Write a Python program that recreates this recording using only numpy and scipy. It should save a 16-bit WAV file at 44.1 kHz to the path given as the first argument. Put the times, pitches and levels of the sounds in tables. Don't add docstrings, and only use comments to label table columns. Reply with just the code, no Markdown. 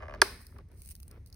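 import sys
import numpy as np
from scipy import signal
from scipy.fft import rfft, irfft
from scipy.io import wavfile
from scipy.ndimage import uniform_filter1d

SR = 44100
rng = np.random.default_rng(int(sys.argv[2]) if len(sys.argv) > 2 else 0)


def invert_db(level):
    return 10 ** (np.asarray(level, dtype=float) / 20)


def unload_audio(sound):
    columns = np.transpose(np.atleast_2d(sound))
    steps = np.round(np.clip(columns, -1, 1) * 32767)
    wavfile.write(sys.argv[1], SR, steps.astype(np.int16))


N = 59535


def rms_one(x):
    return x / np.sqrt(np.mean(x ** 2) + 1e-20)


def at_hz(points, hz, column=1):
    points = np.array(points)
    return np.interp(np.log(hz), np.log(points[:, 0]), points[:, column])


def level(rows):
    s, db = np.transpose(rows)
    return invert_db(np.interp(np.arange(N) / SR, s, db, left=-120, right=-120))


def colour(x, spectrum):
    hz = np.maximum(np.fft.rfftfreq(x.shape[-1], 1 / SR), 1)
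    return irfft(rfft(x) * invert_db(at_hz(spectrum, hz)), x.shape[-1])


def stereo_noise(alike_points, column):
    hz = np.maximum(np.fft.rfftfreq(N, 1 / SR), 1)
    alike = np.clip(at_hz(alike_points, hz, column=column), -1, 1)
    mid, side = rfft(rng.standard_normal((2, N)))
    both = np.sqrt(1 + alike) * mid + np.sqrt(1 - alike) * side * [[1], [-1]]
    return irfft(both / np.sqrt(2), N)


def slow_noise(size):
    once = uniform_filter1d(rng.standard_normal(N), size=size)
    return rms_one(uniform_filter1d(once, size=size))


# (frequency [Hz], relative density [dB per Hz])
RUMBLE_COLOUR = [(15, -27.5), (28, -14.5), (52, 1), (80, 1.5), (110, -9.5), (160, -15.5), (290, -28),
                 (800, -45.5), (1600, -52), (2000, -44.5), (3000, -56), (5500, -55.5), (9500, -56),
                 (12500, -69.5), (15200, -67), (17000, -83)]
# (frequency [Hz], likeness [-1 to 1])
BACKGROUND_ALIKE = [(60, 1), (200, 0.94), (600, 0.95), (3000, 0.38), (15000, .1)]


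def rumble():
    level_db, patchy_db = -49.5, 1.5
    gain = invert_db(level_db + patchy_db * slow_noise(2000))
    return gain * rms_one(colour(stereo_noise(BACKGROUND_ALIKE, column=1), RUMBLE_COLOUR))


# (time [s], level [dB])
RUB_LEVEL = [(0, -57.5), (.03, -61.5), (.16, -56), (.2, -54.5), (.3, -56), (.45, -74), (.54, -65.5),
             (.61, -57.5), (.64, -89), (.70, -69), (.725, -61.5), (.76, -71), (.80, -73), (.9, -84),
             (.96, -89), (1.09, -69.5), (1.112, -63.5), (1.178, -64), (1.2, -70.5), (1.24, -81),
             (1.35, -67.5)]
# (frequency [Hz], relative density [dB per Hz])
RUB_COLOUR = [(100, -29.5), (200, -3.5), (420, -2), (620, -11.5), (900, -17.5), (1200, -16.5), (2200, -20),
              (3000, -29.5), (5500, -33.5), (7000, -54.5)]


def rub():
    flutter_db = 2.5
    flutter = invert_db(flutter_db * slow_noise(150))
    return level(RUB_LEVEL) * rms_one(colour(stereo_noise(BACKGROUND_ALIKE, column=1), RUB_COLOUR) * flutter)


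# (frequency [Hz], level when snapped [dB], full decay time t60 [s],
# left minus right [dB], left lead [rad], level when slipped [dB])
SHELL_MODES = [(381, -20, 0.018, -1.5, 1.5, -13), (389.7, -10, 0.04, 0, -1, -11),
               (479, -20, 0.024, 1.5, -0.5, -6), (609, -13.5, 0.029, 6.5, 0.48, 0),
               (757.4, -15, 0.027, 1, 1.4, -6), (932, -8.5, 0.025, 4.5, 0.5, -8),
               (1157, -10, .03, -4, 0.65, -3.5), (1376, -8.5, 0.028, -3, -1, -11),
               (1650.5, 2, 0.015, -5.5, -0.45, -2), (2073, -10, 0.024, -2, 1.87, -9),
               (2437, -12, 0.022, 4, 1.73, -15), (2963, -15.5, 0.015, 2, 2, -14),
               (3787, -11.5, 0.006, 1, -1, -26.5), (4160, -6, 0.01, -0.5, 1, -33.5),
               (4983, -0.5, 0.007, -2.5, 0.46, -21.5), (6780, -9, 0.0035, -3.5, 1.8, -32.5),
               (9040, -4, 0.0053, -2.5, -1.5, -33), (10990, -14, 0.012, 1, 1.5, -36),
               (14200, -15, .004, -8, -1, -30.5)]
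# (time [s], level [dB])
SNAP = [(0.2167, -4)]
# (time [s], level [dB])
SLIPS = [(.003, -45), (.0095, -44), (.016, -46), (0.0223, -37.5), (.030, -36), (.037, -43), (.045, -46.5),
         (.054, -43.5), (0.065, -45), (.081, -37), (0.094, -36.5), (.108, -38.5), (.122, -41.5),
         (.137, -36), (.146, -38), (.152, -43.5), (0.157, -41.5)]
# (time [s], level [dB], most excited frequency [Hz], spread [octaves])
TAPS = [(.402, -54, 970, 0.92), (0.412, -56, 1242, 0.97), (.446, -62, 1780, 1.34), (.522, -56, 1300, 0.76),
        (.560, -53.5, 1190, 1.0), (0.564, -51, 1100, 0.8), (.586, -49, 520, 2.5), (.598, -62, 985, 0.96),
        (0.69, -67.5, 1410, 0.61), (0.715, -52, 595, 0.66), (.722, -52, 447, 0.62), (.733, -53, 400, 0.39),
        (.750, -72, 400, 0.67)]
JUDDER_S = [1.105, 1.113, 1.121, 1.127, 1.136, 1.142, 1.151, 1.159, 1.168, 1.174]


def shell():
    travel_s, travel_power = 0.0021, 0.85
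    swell_cycles = 0.97
    tap_path_share, tap_ring_share = 0.39, 0.85
    stud_s, stud_db = np.transpose(SNAP + SLIPS)
    is_slip = np.arange(len(stud_s)) >= len(SNAP)
    judder = [(s, -62, 1100, 1.55) for s in JUDDER_S]
    tap_s, tap_db, tap_hz, octaves = np.transpose(TAPS + judder)
    side = np.array([[0.5], [-0.5]])
    out, t = np.zeros((2, N)), np.arange(SR // 8) / SR
    for hz, snap_db, t60, pan_db, lead, slip_db in SHELL_MODES:
        stud = np.zeros(N)
        uneven_slip_db = slip_db + rng.normal(0, 2.3, len(stud_s))
        stud[(stud_s * SR).astype(int)] = invert_db(stud_db + np.where(is_slip, uneven_slip_db, snap_db))
        reach = np.exp(-(np.log2(hz / tap_hz) / octaves) ** 2)
        taps = np.zeros(N)
        taps[(tap_s * SR).astype(int)] = invert_db(tap_db) * reach * invert_db(rng.normal(0, 2.6, len(tap_s)))
        for hits, path, rings in (stud, 1, 1), (taps, tap_path_share, tap_ring_share):
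            age = np.maximum(t - path * travel_s * (1000 / hz) ** travel_power, 0)
            swell = 1 - np.exp(-age * hz / swell_cycles)
            decay = invert_db(-60 * age / (rings * t60))
            ring = swell * decay * np.sin(2 * np.pi * hz * age + lead * side) * invert_db(pan_db * side)
            out += signal.fftconvolve(hits[None], ring, axes=1)[:, :N]
    return out


# (frequency [Hz], relative level [dB])
CRACK_COLOUR = [(500, -30), (1500, -10), (2800, -6.5), (5000, -1), (6500, -5.5), (9000, -6.5),
                (12000, -11.5), (15500, -11.5), (17000, -43)]


def crack():
    t60_s, right_lag_s = 0.026, 0.00003
    slip_top_hz = 6060
    clicks = np.zeros((2, N))
    for row, blows, share_db, lag_s in (0, SNAP, -12, 0.00074), (1, SLIPS, -24.5, 0.0015):
        s, db = np.transpose(blows)
        clicks[row, ((s + lag_s) * SR).astype(int)] = invert_db(db + share_db)
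    envelope = signal.lfilter([1], [1, -invert_db(-60 / (t60_s * SR))], clicks)
    snap, slips = rms_one(colour(rng.standard_normal(N), CRACK_COLOUR)) * envelope
    left = snap + signal.sosfilt(signal.butter(2, slip_top_hz, fs=SR, output="sos"), slips)
    delay = np.exp(-2j * np.pi * np.fft.rfftfreq(N, 1 / SR) * right_lag_s)
    return np.array([left, irfft(rfft(left) * delay, N)])


# (time [s], level before a common 1 dB lift [dB], gain of the 3.8-6 kHz band [dB])
TICKS = [(0.1381, -54, 19), (.147, -56, 17.5), (0.4148, -46.5, 4), (0.4328, -58, 8.5), (0.467, -40, 6.5),
         (0.5841, -52, 10.5), (0.6862, -61.5, 0), (0.7157, -56.5, 5), (0.73, -66, 9), (0.819, -38.5, -3),
         (0.849, -45.5, -6), (0.859, -39.5, -7), (0.875, -41, -10), (0.889, -36.5, -1.5),
         (0.9021, -43, -16), (0.908, -39, -12), (0.914, -39, -10), (0.9521, -37.5, 6.5), (0.963, -47, 3),
         (1.0009, -41, -2.5), (1.0244, -52, 5), (1.03, -39.5, 5.5), (1.0797, -42.5, -2.5),
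         (1.112, -41, 5.5), (1.261, -45.5, 6.5), (1.272, -52, 9), (1.3001, -52.5, 8), (1.3267, -45.5, 16.5),
         (1.3434, -49.5, 11)]
# (frequency [Hz], relative density [dB per Hz])
STRAP_COLOUR = [(1500, -20), (2660, -12.5), (3450, -22), (4250, -8), (5260, -10), (7030, -10.5), (8600, -1),
                (11000, -3.5), (13400, -6.5), (15200, -0.5), (16000, -11.5), (16500, -24.5)]
# (time [s], level [dB])
RUSTLE = [(.36, -97), (.41, -59.5), (.48, -69), (.53, -71.5), (.6, -86), (.63, -115), (.68, -105),
          (.72, -78.5), (.79, -62), (.86, -59.5), (.92, -50), (.945, -86), (.98, -92), (1.05, -75),
          (1.12, -80), (1.19, -94), (1.25, -114), (1.27, -59), (1.31, -88.5), (1.35, -63)]


def strap():
    tick_t60_s, tick_rise_s = 0.011, 0.0006
    grains_per_s, grain_spread_db = 1500, 3.5
    t = np.arange(SR // 20) / SR
    shape = (1 - np.exp(-t / tick_rise_s)) * invert_db(-60 * t / tick_t60_s)
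    bright = rms_one(colour(stereo_noise([(1000, 0.17), (16000, 0.067)], column=1), STRAP_COLOUR))
    lower = signal.sosfilt(signal.butter(2, [3800, 6000], "band", fs=SR, output="sos"), bright)
    ticks = np.zeros((2, N))
    for s, db, lower_db in TICKS:
        i = int(s * SR)
        n = min(len(t), N - i)
        burst = bright + (invert_db(lower_db) - 1) * lower
        ticks[:, i:i + n] += invert_db(db + 1.0) * shape[:n] * burst[:, i:i + n]
    sizes = invert_db(grain_spread_db * np.minimum(rng.exponential(1, (2, N)), 4))
    sizes = sizes * rng.choice([-1, 1], (2, N))
    grains = sizes * (rng.random(N) < grains_per_s / SR) + 0.11 * rng.standard_normal((2, N))
    return ticks + level(RUSTLE) * rms_one(colour(grains, STRAP_COLOUR))


# (centre frequency [Hz], relative level [dB], t60 [s], left-right likeness [-1 to 1])
ROOM_BANDS = [(200, -0.5, 0.98, 0.92), (400, 6.5, 0.4, 0.94), (855, 7.5, 0.38, 0.28),
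              (1703, 4.5, 0.33, 0.68), (3160, 10.5, 0.42, 0.12), (5070, 4, .5, .3), (6000, 3, 0.29, 0),
              (13200, 5.5, 0.49, 0.45)]


def room(x):
    fade_in_s = 0.004
    t = np.arange(SR // 2) / SR
    noise = stereo_noise(ROOM_BANDS, column=3)[:, :len(t)]
    echo = np.zeros((2, len(t)))
    for hz, db, t60, _ in ROOM_BANDS:
        edges = [hz / np.sqrt(2), min(hz * np.sqrt(2), 19000)]
        band = signal.sosfilt(signal.butter(2, edges, "band", fs=SR, output="sos"), noise)
        echo += invert_db(db - 60 * t / t60) * band
    echo = echo * (1 - np.exp(-(t / fade_in_s) ** 2)) / np.sqrt(SR / 50)
    return signal.fftconvolve(x[None], echo, axes=1)[:, :N]


# (frequency [Hz], relative level [dB])
SNAP_SENT = [(100, -31), (200, -13.5), (400, -2.5), (740, -11.5), (920, -14.5), (1690, 4), (2200, -7.5),
             (2980, -23), (4200, -12.5), (4970, -7.5), (6500, -24), (8450, -10.5), (11600, -20.5),
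             (15600, -26), (17000, -29.5)]
# (frequency [Hz], gain before the send level [dB])
SHELL_SENT = [(100, -1.5), (390, -12), (1000, -2.5), (1600, -11), (3500, -17), (17000, -28.5)]


def scene():
    shell_db, snap_db, strap_db = -16, 6.5, -20.5
    ringing, strap_sound = shell(), strap()
    pulse = np.zeros(N)
    pulse[int(SNAP[0][0] * SR)] = invert_db(snap_db)
    sent = invert_db(shell_db) * colour(ringing[1], SHELL_SENT)
    sent = sent + colour(pulse, SNAP_SENT) + invert_db(strap_db) * strap_sound[0]
    return ringing + crack() + strap_sound + rub() + rumble() + room(sent)


def band_limit(x):
    return signal.sosfilt(signal.butter(12, 17020, fs=SR, output="sos"), x)


# (frequency [Hz], width [Hz], depth [dB])
TREBLE_DIPS = [(7400, 450, -16), (13500, 800, -16), (16600, 500, -18)]


def record(dry):
    hz = np.fft.rfftfreq(N, 1 / SR)
    dips_db = sum(db * np.exp(-((hz - dip_hz) / width_hz) ** 2) for dip_hz, width_hz, db in TREBLE_DIPS)
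    mix = irfft(rfft(dry) * invert_db(dips_db), N)
    return band_limit(mix)


dry = scene()
out = record(dry)
unload_audio(out)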